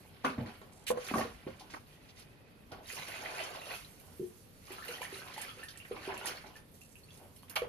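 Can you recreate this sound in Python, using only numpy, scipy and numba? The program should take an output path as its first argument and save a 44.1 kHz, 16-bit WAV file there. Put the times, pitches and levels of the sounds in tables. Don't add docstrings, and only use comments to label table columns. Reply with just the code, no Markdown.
import sys
import numpy as np
from scipy import signal
from scipy.fft import rfft, irfft, next_fast_len
from scipy.io import wavfile
from numba import njit

SR = 44100
rng = np.random.default_rng(int(sys.argv[2]) if len(sys.argv) > 2 else 0)


def gain_from_db(level_db):
    decades = np.asarray(level_db, float) / 20
    return 10 ** decades


def waveform_to_disk(signal):
    frames = np.transpose(np.atleast_2d(signal))
    scaled = np.clip(frames, -1, 1) * 32767
    samples = np.round(scaled).astype(np.int16)
    wavfile.write(sys.argv[1], SR, samples)


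N = 338688

# frequency in Hz, level in dB per Hz.
HUSH_COLOUR = [(12, -59), (20, -14), (48, -5), (69, -9.5), (86, -2), (266, -9.5), (341, -14), (449, -12.5),
               (870, -23), (1030, -23.5), (1930, -26), (3900, -29.5), (5800, -31), (7900, -34),
               (11600, -25.5), (14400, -30)]
# time in seconds, level in dB.
HISS_LIFT = [(0, -3), (1.9, -5.5), (2.3, -8.5), (2.8, -6.5), (3.9, 2), (4.4, 2.5), (4.5, -0.5),
             (7.68, -4.5)]
# frequency in Hz, likeness from -1 to 1.
PORT_LIKENESS = [(60, 0.51), (180, 0.9), (530, 0.29), (1580, -0.16), (4700, 0.089), (14000, -0.19)]
# frequency in Hz, time to die 60 dB in seconds.
ROOM_T60 = [(100, 0.39), (400, 0.14), (1500, 0.22), (5000, 0.16), (14000, 0.14)]
# frequency in Hz, left minus right in dB.
PORT_COLOUR = [(60, 2), (110, 1), (200, 1), (370, -2.5), (680, 0), (1240, 1), (2270, -3.5), (4160, 2.5),
               (8500, -13), (14000, -5)]
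# samples by which left leads, left minus right in dB.
SPOTS = [(21, -0.5), (12, -6), (3, -1)]
# start in seconds, peak in dB, pitch in Hz.
FOOTFALLS = [(1.299, -52, 50), (3.799, -51, 43.1), (4.056, -52.5, 85), (7.598, -50, 48)]
# start in seconds, peak in dB, pitch in Hz, time to die 60 dB in seconds.
FLOOR_THUDS = [(0.26, -42, 152, 0.18), (0.382, -32, 126, 0.27), (0.902, -42.5, 225, 0.1),
               (1.137, -42, 188, 0.13), (1.17, -34.5, 127, 0.14), (1.464, -45, 140, 0.14),
               (2.72, -44, 130, 0.06), (2.99, -48, 145, 0.11), (4.198, -38.5, 149, 0.1)]
# start in seconds, peak in dB, pitch in Hz, time to die 60 dB in seconds.
JUG_AND_BOWL = [
    (4.195, -25, 360, 0.045),
    (4.21, -38, 440, 0.11),
    (4.225, -32.5, 360, 0.17),
    (4.198, -33.5, 206, 0.06),
    (7.618, -22, 478, 0.05),
    (7.642, -39, 470, .1),
    (7.57, -33, 640, .06),
]
# start in seconds, peak in dB, pitch in Hz, time to die 60 dB in seconds.
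SIEVE_PINGS = [(0.246, -24.5, 1153, 0.035), (0.262, -33, 2080, 0.03), (0.249, -32.5, 560, 0.058),
               (0.25, -33, 1430, 0.03), (0.905, -24, 1030, 0.014), (0.903, -26, 620, .014),
               (1.144, -27, 1100, .03), (1.139, -24.5, 1145, 0.025), (1.209, -36, 1125, 0.048),
               (1.465, -51, 890, 0.027), (2.718, -54, 986, 0.02), (7.432, -41.5, 1200, 0.0053),
               (7.432, -47, 3100, 0.004), (7.564, -25.5, 2260, 0.022), (7.57, -33, 782, 0.047)]
# start in seconds, time held in seconds, level in dB, low edge in Hz, high edge in Hz.
SCUFFS = [(0.866, .04, -42, 1500, 4600), (1.085, .015, -42, 1100, 3600), (1.61, .025, -63, 2200, 5000),
          (1.698, .04, -58, 1000, 5500), (1.737, .035, -51, 500, 1500), (2.087, .02, -62, 2400, 6000),
          (2.168, .06, -63, 2500, 6000), (5.684, .035, -55, 2900, 6000), (5.77, .055, -59, 2300, 3100),
          (5.848, .012, -62, 1000, 3600), (6.012, .055, -62, 3800, 4700), (6.16, .03, -55, 2200, 3100),
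          (7.48, .015, -64, 1200, 3800), (7.505, .04, -58, 700, 2600), (7.556, .015, -35, 800, 5000),
          (0.971, .008, -44, 600, 1500), (3.39, .008, -46, 1500, 3400), (6.098, .008, -44, 700, 1500),
          (6.439, .01, -55, 500, 2000), (0.866, .045, -46, 4400, 14000), (7.556, .02, -41, 850, 1350),
          (1.737, .008, -47, 600, 2300), (6.74, .13, -69, 3500, 13000), (6.88, .12, -69, 4000, 13000),
          (6.1, .12, -55, 1000, 3500), (.72, .12, -70, 4000, 12000)]
# start in seconds, end in seconds, level in dB, two pitches in Hz.
TRICKLE = (1.88, 2.66, -65.5, [1950, 2500])
# start in seconds, peak in dB, hollow note in Hz,
# its time to die 60 dB in seconds, wall ring in dB.
KNOCKS = [(0.246, -25.5, 262, 0.12, -30.5), (0.3, -29.5, 262, 0.08, -48), (0.382, -19, 244, 0.045, -51),
          (0.459, -36, 327, 0.067, -48), (0.615, -41.5, 437, 0.039, -53), (0.903, -18, 503, 0.11, -44),
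          (0.972, -27.5, 499.4, 0.11, -47), (1.113, -19.5, 262, 0.032, -53), (1.138, -23, 203, 0.04, -36),
          (1.157, -18, 304, 0.031, -52), (1.181, -29, 505, 0.065, -35.5), (1.209, -30.5, 249, 0.085, -36),
          (1.25, -30, 468, 0.07, -58), (1.467, -22.5, 317, 0.026, -62), (1.473, -33.5, 522, 0.095, -53.5),
          (1.737, -39, 300, 0.06, -49), (2.719, -36.5, 300, 0.028, -49), (7.496, -55, 484, 0.1, -64),
          (7.559, -40, 480, 0.03, -41), (7.618, -40, 478, 0.05, -44)]
# frequency in Hz, level in dB, time to die 60 dB in seconds.
WALL_MODES = [(501, 15, 0.32), (640, 4, 0.1), (853, -16, 0.047), (970, 0, 0.043), (1140, 1, 0.04),
              (1440, -6, 0.09), (1857, 10, 0.069), (2077, 10.5, 0.3), (2290, 3, 0.047)]
# start in seconds, peak in dB, centre in Hz.
SPATTERS = [(0.868, -35, 4270), (1.044, -41, 5970), (1.174, -37, 9900), (1.596, -38.5, 4300),
            (1.705, -47, 7000), (2.718, -43.5, 4000), (2.871, -48, 10200), (3.081, -38, 9710),
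            (3.437, -34, 5800), (3.997, -46.5, 10400), (4.719, -39.5, 9700), (4.849, -40, 11800),
            (4.881, -38, 11000), (5.016, -38, 10200), (5.338, -37, 4670), (5.378, -38, 9970),
            (5.415, -31.5, 9350), (5.635, -40, 9800), (5.686, -36.5, 4180), (5.774, -40.5, 9000),
            (6.14, -41, 6540), (6.176, -39, 9450), (6.27, -28, 5500), (6.467, -44, 4700),
            (6.75, -49.5, 11500), (7.174, -47, 9330), (7.362, -44, 9600), (7.425, -49, 11900),
            (7.496, -35.5, 11900), (7.556, -29, 11600)]
# start in seconds, peak in dB, centre in Hz.
SPECKS = [(4.4874, -53.5, 11800), (4.8224, -49, 11400), (4.9531, -45, 11700), (5.0409, -40, 9700),
          (5.1272, -45, 9520), (5.1726, -43, 9400), (5.2729, -52, 12000), (5.4939, -54, 11600),
          (5.5363, -53, 9430), (5.5807, -52.5, 8720), (5.7054, -44, 10400), (5.9274, -49, 9950),
          (6.0736, -46, 9460), (6.2577, -27, 9300), (6.564, -50, 11800), (6.5994, -55, 9690),
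          (6.7161, -53, 11700), (6.8094, -51, 11500), (6.8743, -54, 10200), (6.9556, -52, 11000),
          (6.979, -55, 11700), (7.0429, -50, 9110), (7.3128, -57, 11800)]
# start in seconds, peak in dB, pitch in Hz, time to die 60 dB in seconds.
GULPS = [(2.932, -41, 476, 0.034), (2.991, -42, 810, 0.034), (3.401, -38.5, 814, 0.05),
         (3.668, -43, 590, 0.089), (4.704, -34, 360, 0.032), (4.888, -34.5, 474, 0.085),
         (5.008, -36.5, 514, 0.043), (5.017, -30, 957, 0.03), (5.126, -29, 374, 0.021),
         (5.378, -30.5, 865, 0.033), (5.571, -45, 495, 0.055), (5.631, -38, 1795, 0.083),
         (5.911, -25, 453, 0.048), (6.076, -23.5, 385, 0.025), (6.1, -32.5, 950, 0.03),
         (6.248, -34, 930, 0.047), (6.296, -38.5, 478, 0.059), (6.44, -46, 840, 0.04),
         (6.556, -47.5, 1755, 0.087), (7.433, -38, 1090, 0.0055)]
# start in seconds, peak in dB, pitch in Hz.
BLIPS = [(2.858, -50, 3940), (2.887, -47, 3170), (2.901, -43, 2450), (2.966, -47, 2970), (2.988, -43, 4050),
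         (3.031, -42, 3900), (3.119, -45, 2040), (3.25, -47, 3200), (3.35, -43.5, 2540),
         (3.39, -37.5, 2020), (3.392, -42, 1710), (3.404, -44, 3060), (3.414, -46, 2580),
         (3.598, -48.5, 4000), (3.614, -45, 1980), (3.637, -45, 2760), (3.689, -45, 2790),
         (3.707, -48, 1120), (3.713, -43, 2540), (3.753, -49, 3190), (4.681, -52, 1170), (4.706, -50, 2030),
         (4.765, -51.5, 4130), (4.824, -41, 1770), (4.882, -41, 2930), (4.887, -44, 4270),
         (4.91, -42, 1440), (4.983, -43, 1910), (5.014, -46, 3010), (5.029, -39, 1770), (5.066, -45, 2290),
         (5.117, -45, 1940), (5.157, -48, 1940), (5.19, -48, 2070), (5.262, -47, 1030), (5.3, -46, 1040),
         (5.363, -44.5, 1980), (5.379, -48, 2540), (5.382, -44, 1970), (5.392, -48, 3010),
         (5.419, -43, 2410), (5.432, -44, 1770), (5.48, -43, 1320), (5.595, -51, 1790),
         (5.628, -47.5, 2820), (5.917, -44, 1260), (5.968, -46, 2300), (6.056, -47, 1590),
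         (6.076, -47, 2450), (6.142, -39, 950), (6.223, -50, 2890), (6.244, -48, 3570), (6.27, -39, 4270),
         (6.292, -45, 2280), (7.56, -33, 3260), (7.561, -37, 2870), (7.561, -37, 4050), (7.566, -35, 1180),
         (1.088, -39, 2600), (1.1, -40, 2050)]
# start in seconds,
# peak in dB, pitch in Hz.
DROPS = [(0.868, -39.5, 2960), (1.086, -36, 1300), (2.901, -35.5, 2060), (2.987, -40, 2050),
         (3.032, -43, 2370), (3.14, -38, 2050), (3.259, -31, 2030), (3.392, -34.5, 2660),
         (3.618, -42, 2750), (3.708, -36, 1980), (3.739, -36, 2620), (3.847, -44.5, 4070),
         (4.783, -37, 1310), (4.841, -38.5, 1800), (4.883, -40, 2040), (4.939, -38, 3130),
         (5.017, -38, 2380), (5.051, -34, 1940), (5.144, -42, 4060), (5.2, -45, 4300), (5.218, -41.5, 1570),
         (5.492, -38.5, 3380), (5.683, -45, 1690), (5.758, -48, 1860), (5.801, -43, 2820),
         (5.852, -43, 1920), (5.966, -42, 1170), (6.122, -34.5, 1720), (6.17, -40.5, 2670),
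         (6.213, -38.5, 1430), (6.259, -34, 1850), (6.37, -42, 4400), (6.54, -57, 2930),
         (6.815, -50.5, 2730), (6.955, -49.5, 2680), (7.035, -54, 4460), (7.087, -54, 2720),
         (7.106, -52, 3480), (7.39, -59, 4380)]
# frequency in Hz, level in dB per Hz.
WATER_COLOUR = [(88, -38), (150, -11), (382, -5), (746, -4), (790, -2), (1510, -3), (1980, 1), (3570, -6.5),
                (4320, -5), (5100, -12.5), (6840, -14), (7820, -26), (9640, -14), (12500, -22),
                (14400, -24)]
# time in seconds, flow in dB, fineness in dB.
FLOW = [(0.0, -62.5, -4.0), (0.699, -67.5, -8.5), (1.349, -61.5, -2.5), (1.856, -63, 0.5),
        (2.643, -70.5, -7.5), (2.807, -74.0, 4), (2.892, -49.5, 9.5), (3.082, -46, 2.5), (3.597, -48.5, -3),
        (3.761, -50.5, 11.0), (3.901, -63.5, 4.5), (4.546, -76, 15), (4.694, -54.5, 5.5), (5.307, -51, -2),
        (5.597, -60.5, 5), (5.869, -60.5, 0), (6.371, -52.5, -1), (6.634, -85, 7.5)]
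# crest in seconds, peak in dB, fineness in dB, time to die 60 dB in seconds.
SLAPS = [(0.248, -37, -7.0, 0.35), (0.382, -50, -17, 0.33), (0.47, -50.5, -7.5, 0.47),
         (0.875, -50, 4, 0.13), (0.906, -49, -12, 0.15), (0.95, -53, -10, 0.3), (1.114, -41.5, -9.5, 0),
         (1.155, -45.5, -18.5, 0.37), (1.473, -58, -8.0, 0.75), (1.603, -65.0, -15.5, 0.7),
         (2.719, -49.5, -9, 0.23), (2.781, -61.5, -14.5, 0.3), (5.919, -46.5, -8.5, 0.06),
         (5.95, -55, -12, 1.2), (6.086, -48.0, -13.5, 0.6), (6.456, -58, -12, 0.48), (7.575, -45, 0, 0.25),
         (7.63, -56, -13.0, 1)]
# crest in seconds, peak in dB, fineness in dB, time to die 60 dB in seconds.
SURGES = [(1.071, -43.5, 4, 0.5), (1.182, -45.5, 8.5, 0.36), (1.221, -48.5, -11, 0.4),
          (1.745, -54, 4, 0.15), (2.19, -56, 8.5, 0.2), (2.98, -42.0, -0.5, 0.14), (3.273, -46.5, -4, 0.5),
          (3.409, -39.5, -1, 0.49), (3.709, -43.5, -2.5, 0.26), (4.077, -70, -14.5, 1.06),
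          (4.731, -51, -11, 0.2), (4.908, -41.5, -1.5, 0.42), (5.032, -40.5, 2, 0.14),
          (5.163, -46.5, 5, 0.3), (5.385, -47.5, -1.0, 0.73), (5.438, -46, 0, 0.39),
          (5.597, -50.0, -0.5, 0.27), (6.049, -49, 2.5, 0.4), (6.269, -40, 14.5, 0.0838),
          (6.276, -41.5, -4.0, 0.46), (6.565, -52, -0.5, 0.16), (7.136, -66.0, 14.5, 0.6),
          (7.234, -66, -17, 0.45)]
POUR_S = (2.8, 3.95)


def rms_one(x):
    return x / np.sqrt(np.mean(x ** 2) + 1e-20)


def in_time(rows):
    s, *columns = np.transpose(rows)
    return [np.interp(np.arange(N) / SR, s, c) for c in columns]


def at_hz(points, hz):
    point_hz, value = np.transpose(points)
    return np.interp(np.log(np.maximum(hz, 1)), np.log(point_hz), value)


def coloured(x, points, share=1):
    size = next_fast_len(N + 4096)
    gain = gain_from_db(share * at_hz(points, np.fft.rfftfreq(size, 1 / SR)))
    return irfft(rfft(x, size) * gain, size)[..., :N]


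def band(x, low_hz, high_hz):
    sos = signal.butter(2, [low_hz, min(high_hz, .45 * SR)], "band", fs=SR, output="sos")
    return signal.sosfilt(sos, x)


def drift(rate):
    r = np.exp(-80 * np.pi * rate / SR)
    white = rng.standard_normal(N // 40 + 2002)
    slow = rms_one(signal.lfilter([1], [1, -2 * r, r * r], white)[2000:])
    return np.interp(np.arange(N) / 40, np.arange(len(slow)), slow)


@njit
def add_rings(out, start, gain, turn, length, rise, swell):
    for k in range(len(start)):
        fade, level, phase = 1000.0 ** (-1.0 / length[k]), gain[k], 0.0
        for i in range(min(int(length[k]), out.shape[1] - start[k])):
            out[k % 3, start[k] + i] += level * np.sin(phase) * min(phase / swell, 1.0)
            phase += turn[k] * (1 + rise[k] * i / length[k])
            level *= fade


def rings(s, gain, hz, t60, rise, swell=4.9):
    out, same = np.zeros((3, N)), np.ones(len(s))
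    start = (s * SR).astype(np.int64)
    turn = 2 * np.pi * hz / SR * same
    length = np.clip(t60, .0005, .6) * SR * same
    add_rings(out, start, gain * same, turn, length, rise * same, swell)
    return out


def cluster(s, db, hz, t60, count, within_s, spread):
    draw = rng.random((len(s), count, 3))
    late = within_s * draw[..., 0] ** 2 * (np.arange(count) > 0)
    pitch = np.minimum(hz[:, None] * np.exp(spread * (draw[..., 1] - .5)), .4 * SR)
    gain = gain_from_db(db[:, None] - 10 * draw[..., 2] - 12 * late / within_s)
    return rings((s[:, None] + late).ravel(), gain.ravel(), pitch.ravel(), t60, 0.1)


def bursts(s, db, t60, low_hz, high_hz, swell_s):
    strike = np.zeros((3, N))
    strike[np.arange(len(s)) % 3, (s * SR).astype(int)] = gain_from_db(db)
    dying = signal.lfilter([1], [1, -gain_from_db(-60 / (t60 * SR))], strike + 1e-18)
    r = np.exp(-1 / (swell_s * SR))
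    swelling = signal.lfilter([1 - r], [1, -r], dying)
    return swelling * rms_one(band(rng.standard_normal(N), low_hz, high_hz))


def centred(x, spot=2):
    return x.sum(axis=0) * (np.arange(3)[:, None] == spot)


def hush():
    out, edges = 0, 20 * 2 ** np.arange(0, 10, .5)
    together, flicker = drift(1.5), drift(12)
    white = rng.standard_normal((2, 2, N))
    lift_db = in_time(HISS_LIFT)[0]
    for k, (low, high) in enumerate(zip(edges, edges[1:])):
        mid, side = band(white[k % 2], low, high)
        hz = np.sqrt(low * high)
        alike = np.clip(at_hz(PORT_LIKENESS, hz), -1, 1)
        wander_db = 1.2 * (0.22 * together + drift(15))
        hiss_db = (lift_db + 1.9 * flicker) * (hz > 5000)
        pair = np.sqrt(1 + alike) * mid + np.sqrt(1 - alike) * side * [[1], [-1]]
        out = out + gain_from_db(wander_db + hiss_db) * pair
    return gain_from_db(-58.5) * rms_one(coloured(out, HUSH_COLOUR))


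def room(x):
    t = np.arange(SR // 2) / SR
    edges, tail = 60 * 2 ** np.arange(9), 0
    white = rng.standard_normal((2, 3, len(t)))
    for low, high in zip(edges, edges[1:]):
        t60 = at_hz(ROOM_T60, np.sqrt(low * high))
        mid, side = band(white, low, high) * gain_from_db(-60 * t / t60)
        side = band(side, 420, 19400)
        tail = tail + mid + np.stack([side, -side])
    tail = tail * np.clip((t - .002) / 0.0014, 0, 1)
    heard = signal.fftconvolve(x[None], tail / np.sqrt(np.sum(tail ** 2) / 6), axes=2)
    return heard[..., :N].sum(axis=1)


def footfalls():
    s, db, hz = np.transpose(FOOTFALLS)
    return centred(rings(s, gain_from_db(db - 3.0), hz, 0.35, 0))


def floor_thuds():
    s, db, hz, t60 = np.transpose(FLOOR_THUDS)
    return centred(rings(s, gain_from_db(db + 1.0), hz, t60, 0.05))


def jug_and_bowl():
    s, db, hz, t60 = np.transpose(JUG_AND_BOWL)
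    return centred(rings(s, gain_from_db(db), hz, t60, 0.03, swell=12.4))


def scuffs():
    out, t = np.zeros((3, N)), np.arange(SR // 5) / SR
    grain = gain_from_db(3 * drift(60))
    for s, held, db, low_hz, high_hz in SCUFFS:
        hiss = band(rng.standard_normal((3, len(t))), low_hz, high_hz)
        hiss = rms_one(band(hiss, low_hz, high_hz))
        dying_db = -60 * np.maximum(t - held, 0) / .07
        shape = np.minimum(t / .001, 1) * gain_from_db(db - 5 + dying_db)
        part = out[:, int(s * SR):int(s * SR) + len(t)]
        part += (hiss * shape)[:, :part.shape[1]]
    return out * grain


def trickle():
    start, end, db, pitches = TRICKLE
    s = np.arange(start, end, .012)
    draw = rng.random((len(s), 3))
    hz = np.resize(pitches, len(s)) * (.96 + .08 * draw[:, 2])
    return rings(s + 0.012 * draw[:, 0], gain_from_db(db - 8 * draw[:, 1]), hz, 0.053, 0.03)


def sieve_pings():
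    s, db, hz, t60 = np.transpose(SIEVE_PINGS)
    return centred(rings(s, gain_from_db(db + 1.0), hz, t60, 0.05))


def knocks():
    s, db, hz, t60, wall_db = np.transpose(KNOCKS)
    sieve_hz = 490
    basin_notes = centred(rings(s, gain_from_db(db - 3.5) * (hz < sieve_hz), hz, t60, 0))
    sieve_notes = centred(rings(s, gain_from_db(db - 1.0) * (hz > sieve_hz), hz, t60, 0), spot=0)
    out = basin_notes + sieve_notes
    clatter = bursts(s, wall_db + 0.5, 0.037, 470, 1600, swell_s=0.00085)
    for mode_hz, mode_db, mode_t60 in WALL_MODES:
        r = gain_from_db(-60 / (mode_t60 * 0.58 * SR))
        resonance = [1, -2 * r * np.cos(2 * np.pi * mode_hz / SR), r * r]
        out = out + gain_from_db(mode_db) * signal.lfilter([1 - r, 0, r - 1], resonance, clatter)
    crack = coloured(bursts(s, wall_db - 7, 0.064, 3000, 12000, swell_s=0.00083), WATER_COLOUR)
    return out + gain_from_db(2.0) * clatter + gain_from_db(6.5) * crack


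def spatters():
    s, db, hz = np.transpose(SPATTERS)
    shower = cluster(s, db - 5, hz, 0.0047, count=20, within_s=0.023, spread=0.52)
    tick = gain_from_db(12) * coloured(bursts(s, db - 11.5, 0.043, 3860, 16000, swell_s=0.0012), WATER_COLOUR)
    s, db, hz = np.transpose(SPECKS)
    return shower + tick + cluster(s, db - 4, hz, 0.004, count=16, within_s=0.023, spread=0.21)


def bubbles():
    s, db, hz, t60 = np.transpose(GULPS)
    gulps = centred(rings(s, gain_from_db(db - 1.5), hz * 0.976, t60, 0.24, swell=6.6))
    s, db, hz = np.transpose(BLIPS)
    return gulps + rings(s, gain_from_db(db + 3.0), hz * .97, 0.027, 0.2, swell=7.1)


def drops():
    s, db, hz = np.transpose(DROPS)
    t60 = 0.029 * gain_from_db(-0.29 * (db + 40.5))
    first = rings(s, gain_from_db(db), hz * .96, t60, 0.25)
    return first + cluster(s, db - 9.5, hz, 0.032, count=4, within_s=0.015, spread=0.526)


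def heaves(rows, rise, follows):
    s, db, fine, fall = np.transpose(rows)[..., None]
    t = np.arange(0, N + 64, 64) / SR - s
    shape_db = -60 * np.where(t < 0, -t / rise(fall), t / fall)
    power = np.sum(gain_from_db(db + follows * fine + shape_db) ** 2, axis=0)
    return np.interp(np.arange(N) / 64, np.arange(t.shape[1]), power)


def stirred(follows):
    flow_db, fine = in_time(FLOW)
    slaps = heaves(SLAPS, lambda fall: .03, follows)
    surges = heaves(SURGES, lambda fall: .8 * fall, follows)
    return np.sqrt(gain_from_db(flow_db + follows * fine) ** 2 + slaps + surges)


def swarm(per_s, low_hz, high_hz, cycles, spread_db, clump_db, smooth):
    born = np.flatnonzero(rng.random(N) < per_s * gain_from_db(clump_db * drift(25)) / SR)
    draw = rng.random((N, 3))[born]
    hz = low_hz * (high_hz / low_hz) ** draw[:, 0]
    size_db = spread_db * np.minimum(-np.log(draw[:, 1] + 1e-9), 4)
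    size = gain_from_db(size_db) * np.sign(draw[:, 2] - .5)
    grains = rings(born / SR, size * hz, hz, cycles / hz, 0.29)
    grains = rms_one(band(grains, low_hz, high_hz))
    rush = rms_one(band(rng.standard_normal((3, N)), low_hz, high_hz))
    return rms_one(coloured(grains + smooth * rush, WATER_COLOUR))


def in_basin(x):
    pouring = (np.arange(N) > POUR_S[0] * SR) & (np.arange(N) < POUR_S[1] * SR)
    return gain_from_db(3.5) * band(x * pouring, 380, 3000) + centred(x * ~pouring)


def water():
    slosh = swarm(450., 200, 1000, cycles=16., spread_db=2.5, clump_db=2.5, smooth=.45)
    fizz = swarm(1800., 902.5, 5516, cycles=37.6, spread_db=3.5, clump_db=4.5, smooth=0.21)
    spray = swarm(3000., 4300, 22200, cycles=28.0, spread_db=6.5, clump_db=5.5, smooth=0.79)
    slosh = gain_from_db(-15) * stirred(-1.016) * in_basin(slosh)
    fizz = gain_from_db(-10) * stirred(0) * fizz
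    spray = gain_from_db(-17.5) * stirred(0.92) * spray
    return slosh + fizz + spray


def scene():
    floor = footfalls() + floor_thuds()
    vessels = jug_and_bowl() + sieve_pings() + knocks()
    basin = floor + vessels + trickle() + spatters() + bubbles() + drops() + water()
    around = gain_from_db(0.5) * room(basin) + hush()
    near = basin + scuffs()
    left = sum(x * gain_from_db(db / 2) for x, (lead, db) in zip(near, SPOTS))
    right = sum(np.roll(x, round(lead)) * gain_from_db(-db / 2) for x, (lead, db) in zip(near, SPOTS))
    return np.stack([left, right]) + around


def roll_off(x):
    return signal.sosfilt(signal.butter(12, 14480, fs=SR, output="sos"), x)


def record(dry):
    ports = np.stack([coloured(dry[0], PORT_COLOUR, .5), coloured(dry[1], PORT_COLOUR, -.5)])
    mix = signal.sosfilt(signal.cheby2(14, 50, 14700, fs=SR, output="sos"), ports)
    return roll_off(mix)


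dry = scene()
out = record(dry)
waveform_to_disk(out)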